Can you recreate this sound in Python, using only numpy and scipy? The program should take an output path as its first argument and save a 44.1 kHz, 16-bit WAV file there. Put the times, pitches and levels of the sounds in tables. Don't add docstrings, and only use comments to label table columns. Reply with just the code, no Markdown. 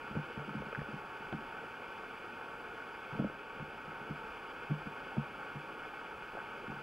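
import sys
import numpy as np
from scipy import signal
from scipy.fft import rfft, irfft
from scipy.io import wavfile

SR = 44100
rng = np.random.default_rng(int(sys.argv[2]) if len(sys.argv) > 2 else 0)


def to_linear_factor(level_db):
    exponent = np.asarray(level_db, float) / 20
    return 10 ** exponent


def wav_record(signal):
    frames = np.transpose(np.atleast_2d(signal))
    bounded = np.clip(frames, -1, 1)
    quanta = np.round(bounded * 32767).astype(np.int16)
    wavfile.write(sys.argv[1], SR, quanta)


N = 300879

# (pitch [Hz], rise time [s], time to fall 60 dB [s], level [dB])
HOUSING_MODES = [
    (146.6, 0.0037, 0.19, -0.5),
    (213, 0.006, 0.085, 4),
    (289.3, 0.002, 0.062, 6),
    (65, 0.0039, 0.17, -2.5),
]
CONTACT_LEAD_S = 0.003


def rms_one(x):
    return x / np.sqrt(np.mean(x ** 2) + 1e-20)


def coloured(points):
    hz, db = np.transpose(points)
    bins_hz = np.maximum(np.arange(N // 2 + 1) * SR / N, 1)
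    colour_db = np.interp(np.log(bins_hz), np.log(hz), db)
    return rms_one(irfft(rfft(rng.standard_normal(N)) * to_linear_factor(colour_db), N))


def drift(rate_hz):
    r = np.exp(-2 * np.pi * rate_hz / SR)
    wander = signal.lfilter([1], [1, -2 * r, r * r], rng.standard_normal(N + SR))
    return rms_one(wander[SR:])


def through_shell(x):
    # (centre [Hz], width [Hz], level [dB])
    shell_peaks = [(447, 126, 4.5), (637, 81, -6), (910, 113, 8.5), (999.6, 75, -10.5), (1129, 65, 5.5),
                   (1186, 51, -8), (1304, 125, 3.5), (1489, 196, 9), (1750, 510, -6), (2013, 133, -16.5),
                   (2170, 185, 4), (2600, 450, 3.5), (2760, 137, -8.5), (2875, 126, 4.5), (3250, 110, -1),
                   (3380, 110, 2.5), (3780, 170, -5), (4770, 340, 7.5), (5600, 220, -0.5), (5910, 170, 11)]
    filters = []
    for hz, width_hz, db in shell_peaks:
        g = to_linear_factor(db / 2)
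        a = np.pi * width_hz / SR
        c = -2 * np.cos(2 * np.pi * hz / SR)
        row = np.array([1 + a * g, c, 1 - a * g, 1 + a / g, c, 1 - a / g])
        filters.append(row / (1 + a / g))
    return signal.sosfilt(filters, x)


def sand_grains(grit_per_s):
    size_db = 3.9 * np.minimum(rng.exponential(1, N), 4)
    clicks = to_linear_factor(size_db) * rng.choice([-1, 1], N) * (rng.random(N) < grit_per_s / SR)
    band = signal.butter(4, [250, 1800], "band", fs=SR, output="sos")
    return rms_one(signal.sosfilt(band, clicks))


def current(flicker_db, grit_per_s, grit_db):
    # (frequency [Hz], level per Hz [dB])
    water_colour = [(20, -7.5), (40, -6), (60, -14.5), (100, -9), (200, -5.5), (400, -4.5), (1500, -3),
                    (2500, -8), (3400, -18.5), (3800, -30), (5000, -31.5), (7000, -53.5), (16000, -67)]
    # (time [s], level above usual [dB])
    turbulence = [(0.0, 0), (0.5, 1), (0.97, -2.5), (1.31, 1), (1.8, -0.8), (2.62, -1), (3.1, -2),
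                  (3.25, 9), (3.38, -1.5), (3.6, 1.7), (4.6, -1), (5.36, 2.5), (5.81, -1.5), (6.32, -0.2),
                  (6.82, 1.5)]
    edges_hz = 20, 200, 770, 2000, 16000
    shares = 0.95, 0.32, 0.071, 0.063
    water = coloured(water_colour) + to_linear_factor(grit_db) * sand_grains(grit_per_s)
    steady = rfft(rms_one(through_shell(water)))
    hz = np.arange(len(steady)) * SR / N
    flow_db = np.interp(np.arange(N) / SR, *np.transpose(turbulence))
    out = np.zeros(N)
    for low, high, share in zip(edges_hz, edges_hz[1:], shares):
        flicker = flicker_db * (drift(17.0) + 0.57 * drift(40))
        band = irfft(steady * (hz >= low) * (hz < high), N)
        out += to_linear_factor(share * flow_db + flicker) * band
    return to_linear_factor(-46.5 + 0.99) * out


def add_ring(out, s, db, hz, rise_s, t60):
    damping_growth = 1.14
    at = int(s * SR)
    length = min(int(1.2 * t60 * SR) + 9, N - at)
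    t = (np.arange(length) + 1 - (s * SR - at)) / SR
    swell = (1 - np.exp(-t / rise_s)) ** 2
    shape = swell * to_linear_factor(-60 * (t / t60) ** damping_growth)
    out[at:at + len(t)] -= to_linear_factor(db) * shape / shape.max() * np.sin(2 * np.pi * hz * t)


def knocks(detune):
    # (time [s], peak level [dB], edge-on tilt [dB], ring length [factor])
    firm_knocks = [(0.155, -32, -5, 0.88), (0.166, -28.5, -2.5, 0.45), (0.187, -38, -5, 0.69),
                   (0.368, -41, -2, 0.83), (0.391, -41, -22, 0.85), (0.479, -41.5, 7, 0.7),
                   (0.499, -45, -1, 0.86), (0.544, -40, 3.5, 1.16), (0.567, -36, -13, 0.8),
                   (0.780, -33.5, -7, 0.63), (0.807, -44, -2, 0.57), (0.933, -38.5, -6, 0.73),
                   (1.328, -36.5, -0.5, 0.64), (1.34, -39.5, 10, 0.9), (3.128, -37.5, -12, 0.55),
                   (3.146, -41, -3.5, 0.8), (3.190, -32.5, -4.5, 1.2), (3.1995, -34, 13, 0.51),
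                   (3.216, -35.5, 9, 1.35), (3.2415, -30.5, 16, 1), (3.604, -37, -13, 0.45),
                   (3.617, -45, 0.5, 0.91), (4.1, -36.5, -5, 0.89), (4.701, -32, -18, 0.64),
                   (4.708, -30, -7.5, 1.12), (4.862, -42.5, 0, 0.81), (5.171, -36.5, 9, 1.1),
                   (5.176, -28.5, -10, 0.77), (5.557, -38.5, -19, 0.83), (6.692, -41.5, -4, 0.72)]
    # (time [s], peak level [dB], edge-on tilt [dB])
    light_nudges = [(0.034, -51.5, 6), (.104, -46.5, 1.5), (0.596, -47, 2), (.66, -49, -1.5),
                    (.881, -47.5, 9), (.958, -48.5, -4), (1.199, -56, 8), (1.378, -49.5, 5),
                    (1.616, -55.5, -3), (3.169, -46, -3), (3.871, -47, -6.5), (3.901, -52, -12),
                    (4.005, -52, -2.5), (4.232, -57, 8), (5.548, -50, 6), (6.674, -46.5, -2.5),
                    (6.714, -50, 0), (6.762, -49.5, -6)]
    nudge_length, third_mode_db, sway_db = 1.12, -5, -20.5
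    hits = list(firm_knocks) + [tuple(row) + (nudge_length,) for row in light_nudges]
    out = np.zeros(N)
    chance = rng.standard_normal((len(hits), len(HOUSING_MODES)))
    for (s, peak_db, tilt_db, length), shifts in zip(hits, chance):
        length = max(length, 0.2)
        first_db = peak_db - max(tilt_db, 0)
        second_db = peak_db + min(tilt_db, 0)
        levels = first_db, second_db, second_db + third_mode_db, peak_db + sway_db
        for level_db, shift, (hz, rise_s, t60, db) in zip(levels, shifts, HOUSING_MODES):
            pitch_hz = hz * (1 + detune * shift)
            add_ring(out, s - CONTACT_LEAD_S, level_db + db, pitch_hz, rise_s * length, t60 * length)
    return out


def sways():
    # (time [s], peak level [dB])
    tips = [(.104, -51), (.166, -50), (.368, -48), (.597, -46), (.807, -47), (1.328, -51), (3.244, -47),
            (3.617, -53), (4.1, -52), (4.289, -54), (4.859, -49), (4.884, -54), (5.179, -44), (6.138, -57),
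            (6.692, -61)]
    out = np.zeros(N)
    hz, rise_s, t60, db = HOUSING_MODES[-1]
    for s, peak_db in tips:
        add_ring(out, s - CONTACT_LEAD_S, peak_db + db, hz, rise_s, 0.97 * t60)
    return out


def ticks():
    # (time [s], peak level [dB], pitch [Hz])
    strikes = [(.155, -37, 480), (.166, -39, 560), (.62, -32.5, 480), (0.728, -32.5, 510),
               (0.7284, -33, 1340), (.7492, -28, 1520), (.756, -32, 1550), (.793, -38, 1750),
               (.812, -34, 1470), (0.816, -35, 473), (1.326, -43, 3150), (1.337, -38, 297),
               (1.327, -36, 1500), (1.327, -41, 2270), (1.328, -31.5, 715), (3.135, -36, 910),
               (3.191, -31, 496), (3.202, -32, 606), (3.222, -35, 540), (3.244, -25.5, 540),
               (3.246, -36, 1300), (4.704, -41, 680), (4.715, -39, 405), (5.167, -36, 590),
               (5.178, -39, 480), (5.18, -45, 720), (6.351, -35.5, 454), (6.3712, -33, 715),
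               (6.378, -36, 600), (6.403, -35, 1310)]
    out = np.zeros(N)
    for s, db, hz in strikes:
        ring_s = max(0.007 + 3.0 / hz, 0.003)
        add_ring(out, s, db, hz, 0.42 / hz, ring_s)
    return out


def self_noise():
    # (frequency [Hz], level per Hz [dB])
    hiss_colour = [(3820, -30), (6500, -1.5), (14900, -6), (15500, -6)]
    flat_below = [(20, hiss_colour[1][1])] + list(hiss_colour[1:])
    return to_linear_factor(-76.5 + 4.0) * coloured(flat_below)


def scene():
    capsule = current(flicker_db=0.63, grit_per_s=200, grit_db=-10.0)
    capsule += knocks(detune=0.019) + sways() + ticks() + self_noise()
    return np.array([capsule, capsule])


def gain_control():
    duck_s, duck_db, recover_db_per_s = 3.2, 2.1, 2.3
    since = np.arange(N) / SR - duck_s
    drop_db = (since > 0) * np.maximum(duck_db - recover_db_per_s * since, 0)
    return to_linear_factor(-signal.lfilter([0.002], [1, -0.998], drop_db))


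def roll_off(x):
    return signal.sosfilt(signal.butter(12, 15670, fs=SR, output="sos"), x)


def record(dry):
    phase_corner_hz = 1058, 1660
    top_cut_hz, width_top_hz = 15720, 3580
    dry = signal.sosfilt(signal.ellip(10, 0.3, 60, top_cut_hz, fs=SR, output="sos"), dry)
    levelled = gain_control() * dry
    corners = np.tan(np.pi * np.array(phase_corner_hz) / SR)
    left, right = (signal.lfilter([c - 1, c + 1], [c + 1, c - 1], x) for x, c in zip(levelled, corners))
    bins_hz = np.arange(N // 2 + 1) * SR / N
    side = irfft(rfft(left - right) * (bins_hz < width_top_hz), N)
    mix = (left + right + side * [[1], [-1]]) / 2
    return roll_off(mix)


dry = scene()
out = record(dry)
wav_record(out)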